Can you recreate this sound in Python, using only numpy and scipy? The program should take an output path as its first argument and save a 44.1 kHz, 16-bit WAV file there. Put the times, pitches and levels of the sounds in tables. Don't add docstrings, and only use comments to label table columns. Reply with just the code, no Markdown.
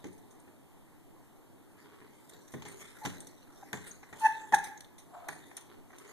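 import sys
import numpy as np
from scipy import signal
from scipy.fft import rfft, irfft
from scipy.io import wavfile
from scipy.ndimage import uniform_filter1d

SR = 44100
rng = np.random.default_rng(int(sys.argv[2]) if len(sys.argv) > 2 else 0)


def unload_wav(signal):
    wavfile.write(
        sys.argv[1],
        SR,
        np.round(np.clip(np.atleast_2d(signal).T, -1, 1) * 32767).astype(np.int16),
    )


N = 269892
TIME = np.arange(N) / SR
HIT_TIME = np.arange(16384) / SR
LEAD = 256

# start_s, squash_s, thump_db, boom_db, clack_db, rattle_db
LANDINGS = [(0.042, .011, -35, -7.5, -47.5, -49.5), (2.538, .008, -33, -2, -44.5, -52),
            (3.058, .010, -32, -2.5, -36, -35.5), (3.730, 0.0088, -35.5, -0.5, -32, -40),
            (4.523, .004, -34.5, -4.5, -30, -41), (5.286, 0.0026, -42.5, -7, -33, -42)]
# pitch_hz, width_hz, level_db
STEEL_MODES = [(1994, 160, 4), (3587, 530, -4), (5950, 230, 0), (6450, 130, 0), (8580, 330, -2),
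               (9300, 110, 0.5), (10900, 900, -16)]


def wheel_blows(lap_s=0.0048, lap_db=-5, rise_s=0.00053):
    # pitch_hz, level_db, ring_s (time to fade by 60 dB)
    tyre_modes = [(63.5, -31, .12), (95.8, -4, 0.32), (138.2, 3.5, 0.12), (186.3, -5, 0.21),
                  (237, -22, 0.038), (273.3, 1.5, 0.089), (347, -20, 0.017), (415.5, -4.5, 0.2)]
    # frequency_hz, level_db
    deck_colour = [(30, -44), (80, -15.5), (150, 8), (400, 1), (650, -24.5), (1500, -29.5), (4000, -59)]
    frame_colour = [(100, -9), (400, -22), (800, 10), (1300, 0), (1850, 7), (2500, -2), (4000, -56),
                    (14000, -52)]
    chain_colour = [(500, -40), (2200, 10), (3600, 8), (5000, 1), (6400, 14), (9000, -3.5), (11000, 3),
                    (14000, -16)]
    out, hz = np.zeros((2, N)), bins(HIT_TIME)
    ring = sum(amp(db - 60 * HIT_TIME / ring_s) * np.sin(2 * np.pi * pitch_hz * HIT_TIME)
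               for pitch_hz, db, ring_s in tyre_modes)
    ring *= 1 - np.exp(-HIT_TIME / rise_s)
    pulse_age = HIT_TIME % lap_s / rise_s
    pulses = amp(lap_db * (HIT_TIME // lap_s)) * pulse_age ** 2 * np.exp(-pulse_age)
    boom = amp(-5) * ring + amp(2) * pulses
    for start_s, thump_db, boom_db, clack_db, rattle_db, decay_s in wheel_contacts():
        add(out, start_s, amp(thump_db + boom_db) * boom)
        thud = amp(thump_db - 4) * burst(amp(curve(deck_colour, hz)), 2.04 * decay_s)
        clack = amp(clack_db) * burst(amp(curve(frame_colour, hz)), decay_s)
        rattle = amp(rattle_db) * burst(amp(curve(chain_colour, hz)), decay_s)
        add(out, start_s - LEAD / SR, thud + clack + rattle)
    return out


def wheel_contacts(touch_db=-4.5, metal_db=-9.5, bounce_db=-20.5):
    # start_s, thump_db, clack_db, rattle_db, decay_s
    knocks = [(.476, -50, -61, -76, 0.011), (2.015, -51.5, -58, -82, 0.011),
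              (2.620, -64, -49.5, -48.5, 0.0092), (2.651, -45.5, -50, -50.5, .024),
              (3.050, -35, -37.5, -38, 0.0081), (4.030, -55, -49.5, -61, 0.01),
              (4.127, -45, -46.5, -57, 0.014), (4.277, -49, -44, -58, 0.0032),
              (5.512, -71, -49.5, -63, 0.0068), (5.574, -74, -50.5, -46.5, 0.0083),
              (5.903, -62, -54, -72, 0.0069), (5.931, -67, -52.5, -70, 0.0075)]
    for start_s, squash_s, thump, boom, clack, rattle in LANDINGS:
        yield start_s, thump + touch_db, boom, clack, rattle, 0.005
        yield start_s + squash_s, thump, boom, clack + metal_db, rattle + metal_db, 0.0096
        yield start_s + 0.037, thump + bounce_db, boom, clack + bounce_db, rattle + bounce_db, 0.014
    for start_s, thump, clack, rattle, decay_s in knocks:
        yield start_s, thump, 0, clack, rattle, decay_s


def brake_squeals(choke_s=0.011, choke_db=18, slip_hz=13.2, hard_bite_db=-14.5):
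    # start_s, lock_s, peak_db, growth_db, pitch_hz, sag_hz_per_s, roughness
    bites = [(3.015, 0.041, -42, 6.5, 864, 2000, 0.47), (3.625, 0.0056, -45.5, 11, 802, 0, 1.11),
             (4.208, 0.0544, -16.5, 30.5, 877.6, 1698, 0.11), (4.524, 0.017, -14.5, 35, 874.5, 8500, 0.23)]
    # pitch_multiple, level_db
    overtone_levels = [(2, -10.5), (3, -22), (4, -36.5), (5, -41), (7, -31)]
    out = np.zeros((2, N))
    for start_s, lock_s, peak_db, growth_db, pitch_hz, sag_hz_per_s, roughness in bites:
        t = np.arange(0, lock_s + 2 * choke_s, 1 / SR)
        sliding = np.maximum(1 - t / lock_s, 0)
        locked_s = np.maximum(t - lock_s, 0)
        choking = locked_s / choke_s
        db = peak_db - growth_db * sliding ** 1.39 - choke_db * choking ** 2.27
        hz = pitch_hz + slip_hz * sliding - sag_hz_per_s * locked_s
        rough = roughness * (0.47 + 0.53 * (sliding + choking))
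        jitter = 1 + 0.11 * rough * waver(t, size=70)
        phase = 2 * np.pi * np.cumsum(hz * jitter) / SR
        lag = 2 * np.pi * np.outer([0, 1], hz)
        overtones = sum(amp(k_db) * (1 + 0.49 * waver(t, size=110)) * np.cos(k * (phase - 1e-4 * lag))
                        for k, k_db in overtone_levels)
        bright_db = 0.45 * (db - hard_bite_db) + 14 * rough + 10.5 * choking
        tone = np.sin(phase - 4e-5 * lag) + amp(bright_db) * overtones
        flutter = 1 + 0.22 * rough * waver(t, size=70)
        add(out, start_s, amp(db) * tone * flutter * signal.windows.tukey(len(t), 0.08))
    return out


def steel_clicks(uneven_db=1.5):
    # start_s, level_db, brightest_hz, spread_octaves, decay_s
    clicks = [(.068, -54.5, 6200, 0.44, 0.004), (.128, -57.5, 9000, 0.13, .008),
              (0.178, -61, 9000, .4, .01), (0.307, -61.5, 7100, 0.29, 0.022),
              (.398, -58.5, 8900, 0.16, .0063), (2.294, -48, 8700, 0.45, 0.0042),
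              (2.478, -55.5, 6300, .3, 0.0091), (2.519, -55, 9000, .6, 0.026),
              (2.813, -57, 6860, 0.26, 0.01), (3.203, -42.5, 8100, 0.33, 0.0063),
              (3.269, -46, 7800, 0.51, 0.007), (3.730, -32, 10000, 1.2, 0.0012),
              (3.877, -49.5, 8760, 0.065, 0.019), (3.909, -42.5, 6600, 0.035, 0.008),
              (4.194, -49, 8640, 0.32, 0.024), (4.252, -46.5, 9100, 0.65, 0.024),
              (4.543, -28, 7900, 0.49, 0.0074), (4.640, -39, 7700, 0.91, 0.0098),
              (4.774, -48.5, 6160, 0.14, 0.006), (4.806, -41.5, 7500, 1.5, 0.003),
              (4.844, -54, 3780, 0.19, .0033), (4.981, -52, 6780, 0.79, 0.019),
              (5.284, -40.5, 12100, 0.44, 0.0041), (5.567, -35.5, 8430, 0.45, 0.004),
              (5.983, -50.5, 8100, 0.5, 0.0091)]
    # frequency_hz, level_db
    snap_colour = [(500, -11), (2200, 7), (5000, 0.5), (9000, 4), (14000, -4.5)]
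    out, hz = np.zeros((2, N)), bins(HIT_TIME)
    steel = resonances(STEEL_MODES, hz) + 0.13 * amp(curve(snap_colour, hz))
    grid_hz = np.arange(0, SR / 2, 400)
    for start_s, db, brightest_hz, octaves, decay_s in clicks:
        focus = 1 / np.hypot(1, np.log2((hz + 1) / brightest_hz) / octaves)
        spot = amp(uneven_db * np.interp(hz, grid_hz, rng.standard_normal(len(grid_hz))))
        add(out, start_s - LEAD / SR, amp(db) * burst(steel * focus * spot, decay_s))
    return out


def brake_groan(level_db=-53, stutter_db=3.5):
    # pitch_hz, width_hz, level_db
    pad_modes = [(710, 58, 13.5), (930, 310, -3), (1190, 115, -8)]
    hz = bins(TIME)
    colour = resonances(pad_modes, hz) * resonances([(845, 900, 0)], hz)
    slips = unit_level(stereo(rng.standard_normal((2, N)), colour))
    fits = amp(level_db + stutter_db * waver(TIME, size=400))
    return slips * fits * swell(start_s=5.155, hold_s=0.1, rise_s=0.031, fade_s=0.059)


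def tread_scuff(links_db=-7, clump_db=2.2):
    # frequency_hz, level_db
    grit_colour = [(60, 0), (200, 9.5), (400, 13), (900, 3.5), (1900, 6), (2800, 0.5), (3800, 0),
                   (5000, -2), (6400, 2.5), (9200, 1), (11000, -2), (14000, -7.5)]
    hz = bins(TIME)
    crunch = grains(per_s=1500, size_db=1) + 0.93 * rng.standard_normal((2, N))
    grit = unit_level(stereo(crunch, amp(curve(grit_colour, hz))))
    grit = unit_level(grit * amp(clump_db * waver(TIME, size=350)))
    links = unit_level(stereo(grains(per_s=160, size_db=-1.5), resonances(STEEL_MODES, hz)))
    scuff = drift_colour(grit + amp(links_db) * links, depth_db=6, half_depth_hz=53000, size=16)
    return scuff * amp(-1) * tread_effort()


def tread_effort():
    # time_s, level_db
    rolling_levels = [(0, -67), (.3, -74.5), (1.72, -79.5), (2.2, -66.5), (2.55, -63), (3.1, -54),
                      (3.48, -70.5), (3.6, -59), (4.1, -63.5), (4.36, -54), (4.5, -61.5), (4.9, -79.5),
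                      (5.25, -63), (5.55, -62), (5.85, -76), (5.98, -63.5), (6.12, -58.5)]
    # peak_s, level_db
    scrape_peaks = [(1.82, -61), (2.33, -55.5), (2.69, -53.5), (2.82, -51.5), (3.877, -50), (4.26, -45),
                    (4.67, -50)]
    rolling = amp(np.interp(TIME, *np.transpose(rolling_levels)))
    scrapes = [amp(db) * swell(peak_s, 0, rise_s=0.049, fade_s=0.037) for peak_s, db in scrape_peaks]
    skids = [amp(clack_db - 18) * swell(start_s + squash_s, 0, rise_s=squash_s, fade_s=0.061)
             for start_s, squash_s, _, _, clack_db, _ in LANDINGS]
    return np.linalg.norm([rolling, *scrapes, *skids], axis=0)


def rubber_rubs():
    # start_s, hold_s, level_db
    twists = [(1.838, .21, -59.5), (2.67, 0.16, -57), (5.699, 0.022, -54), (5.924, .19, -58.5)]
    # frequency_hz, level_db
    rubber_colour = [(60, -22), (200, -24), (400, 6.5), (650, -27), (1000, -9.5), (2000, -15), (3000, -19),
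                     (6000, -31), (14000, -52)]
    slips = unit_level(stereo(grains(per_s=510, size_db=-1.5), amp(curve(rubber_colour, bins(TIME)))))
    return slips * sum(amp(db - 2) * swell(start_s, hold_s, rise_s=0.0067, fade_s=0.047)
                       for start_s, hold_s, db in twists)


def yard_echoes(sound, tail_db=-10, taps_per_s=3000):
    # frequency_hz, fade_s
    fade_times = [(100, 0.77), (400, 0.8), (900, 0.46), (1800, 0.62), (5000, 0.42), (13000, 0.24)]
    # delay_s, level_db
    echoes = [(0.0142, -16.5), (0.022, -32.5), (.042, -15), (.098, -28)]
    taps = rng.choice([-1., 1.], (2, SR)) * (rng.random((2, SR)) < taps_per_s / SR)
    taps *= TIME[:SR] > 0.01
    hz, t, spectrum = signal.stft(stereo(taps, 1), SR, nperseg=256)
    fade = amp(-60 * t / curve(fade_times, hz)[:, None])
    tail = signal.istft(spectrum * fade, SR, nperseg=256)[1]
    tail *= amp(tail_db) / np.linalg.norm(tail[0]) * np.sqrt(2 / 3)
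    for delay_s, db in echoes:
        add(tail, delay_s, amp(db) * np.ones(1))
    return signal.fftconvolve(sound, tail, axes=1)[:, :N]


def town_rumble(level_db=-57, swell_db=0.18):
    # frequency_hz, level_db
    air_colour = [(20, 6), (45, -24), (70, 2.5), (130, 3.5), (200, 0), (290, 4.5), (550, -9), (900, -9),
                  (1400, -18.5), (2200, -21.5), (3400, -27), (5000, -29.5), (8500, -24), (14000, -24)]
    wash = stereo(rng.standard_normal((2, N)), amp(curve(air_colour, bins(TIME))))
    wash = drift_colour(wash, depth_db=1.57, half_depth_hz=8000, size=7)
    return wash * amp(level_db + swell_db * waver(TIME, size=9000))


def burst(colour, decay_s, attack_s=0.00095):
    fade = np.exp(-HIT_TIME / decay_s)
    flurry = (1 - np.exp(-HIT_TIME / attack_s)) * fade * rng.standard_normal((2, len(HIT_TIME)))
    return unit_level(stereo(np.roll(flurry, LEAD, axis=1), colour)) * np.sqrt(np.mean(fade ** 2))


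def grains(per_s, size_db):
    sizes = amp(size_db * np.minimum(rng.exponential(1, N), 4))
    return unit_level(rng.standard_normal((2, N)) * (rng.random(N) < per_s / SR) * sizes)


def stereo(noises, colour):
    # frequency_hz, likeness (0 to 1)
    likeness = [(60, 0.29), (125, 0.74), (250, 0.79), (500, 0.38), (1000, 0.57), (2000, 0.046),
                (4000, 0.039), (14000, 0.078)]
    common, apart = rfft(noises) * colour
    alike = curve(likeness, bins(noises))
    common, apart = common * np.sqrt(1 + alike), apart * np.sqrt(1 - alike)
    return irfft(np.array([common + apart, common - apart]), noises.shape[-1]) / np.sqrt(2)


def drift_colour(sound, depth_db, half_depth_hz, size):
    hz, _, spectrum = signal.stft(sound, SR, nperseg=1024)
    patches = uniform_filter1d(rng.standard_normal(spectrum.shape[1:]), size, axis=0)
    patches = unit_level(uniform_filter1d(patches, 7, axis=1))
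    spectrum *= amp(depth_db * patches / (1 + hz[:, None] / half_depth_hz))
    return unit_level(signal.istft(spectrum, SR, nperseg=1024)[1][:, :N])


def resonances(modes, hz):
    return sum(amp(db) * 1j * hz * width / (pitch ** 2 - hz ** 2 + 1j * hz * width)
               for pitch, width, db in modes)


def swell(start_s, hold_s, rise_s, fade_s):
    before, after = np.maximum(start_s - TIME, 0), np.maximum(TIME - start_s - hold_s, 0)
    return np.exp(-before / rise_s - after / fade_s)


def waver(t, size):
    return unit_level(uniform_filter1d(uniform_filter1d(rng.standard_normal(len(t)), size), size))


def curve(points, hz):
    point_hz, values = np.transpose(points)
    return np.interp(np.log(hz + 1), np.log(point_hz + 1), values)


def amp(db):
    return 10 ** (np.asarray(db) / 20)


def unit_level(sound):
    return sound / np.sqrt(np.mean(sound ** 2) + 1e-20)


def bins(sound):
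    return np.fft.rfftfreq(sound.shape[-1], 1 / SR)


def add(mix, start_s, sound):
    part = mix[:, max(round(start_s * SR), 0):][:, :sound.shape[-1]]
    part += sound[..., :part.shape[1]]


def scene():
    bike = wheel_blows() + steel_clicks() + brake_squeals() + brake_groan()
    bike += tread_scuff() + rubber_rubs()
    return bike + yard_echoes(bike) + town_rumble()


def record(dry, delay_s=1 / 2650, cutoff_hz=14100):
    # frequency_hz, share
    crossfeed = [(100, 1), (1300, 0.56), (2700, 1), (4000, 1), (5500, 0.18), (8000, 0.23), (14000, 0.32)]
    spectrum, hz = rfft(dry), bins(dry)
    cross = curve(crossfeed, hz) * np.exp(-2j * np.pi * hz * delay_s)
    wide = irfft(spectrum - cross * spectrum[::-1], N)
    lowpass = signal.firwin(511, cutoff_hz, window=("kaiser", 9), fs=SR)
    return signal.oaconvolve(wide, lowpass[None], "same")


dry = scene()
out = record(dry)
unload_wav(out)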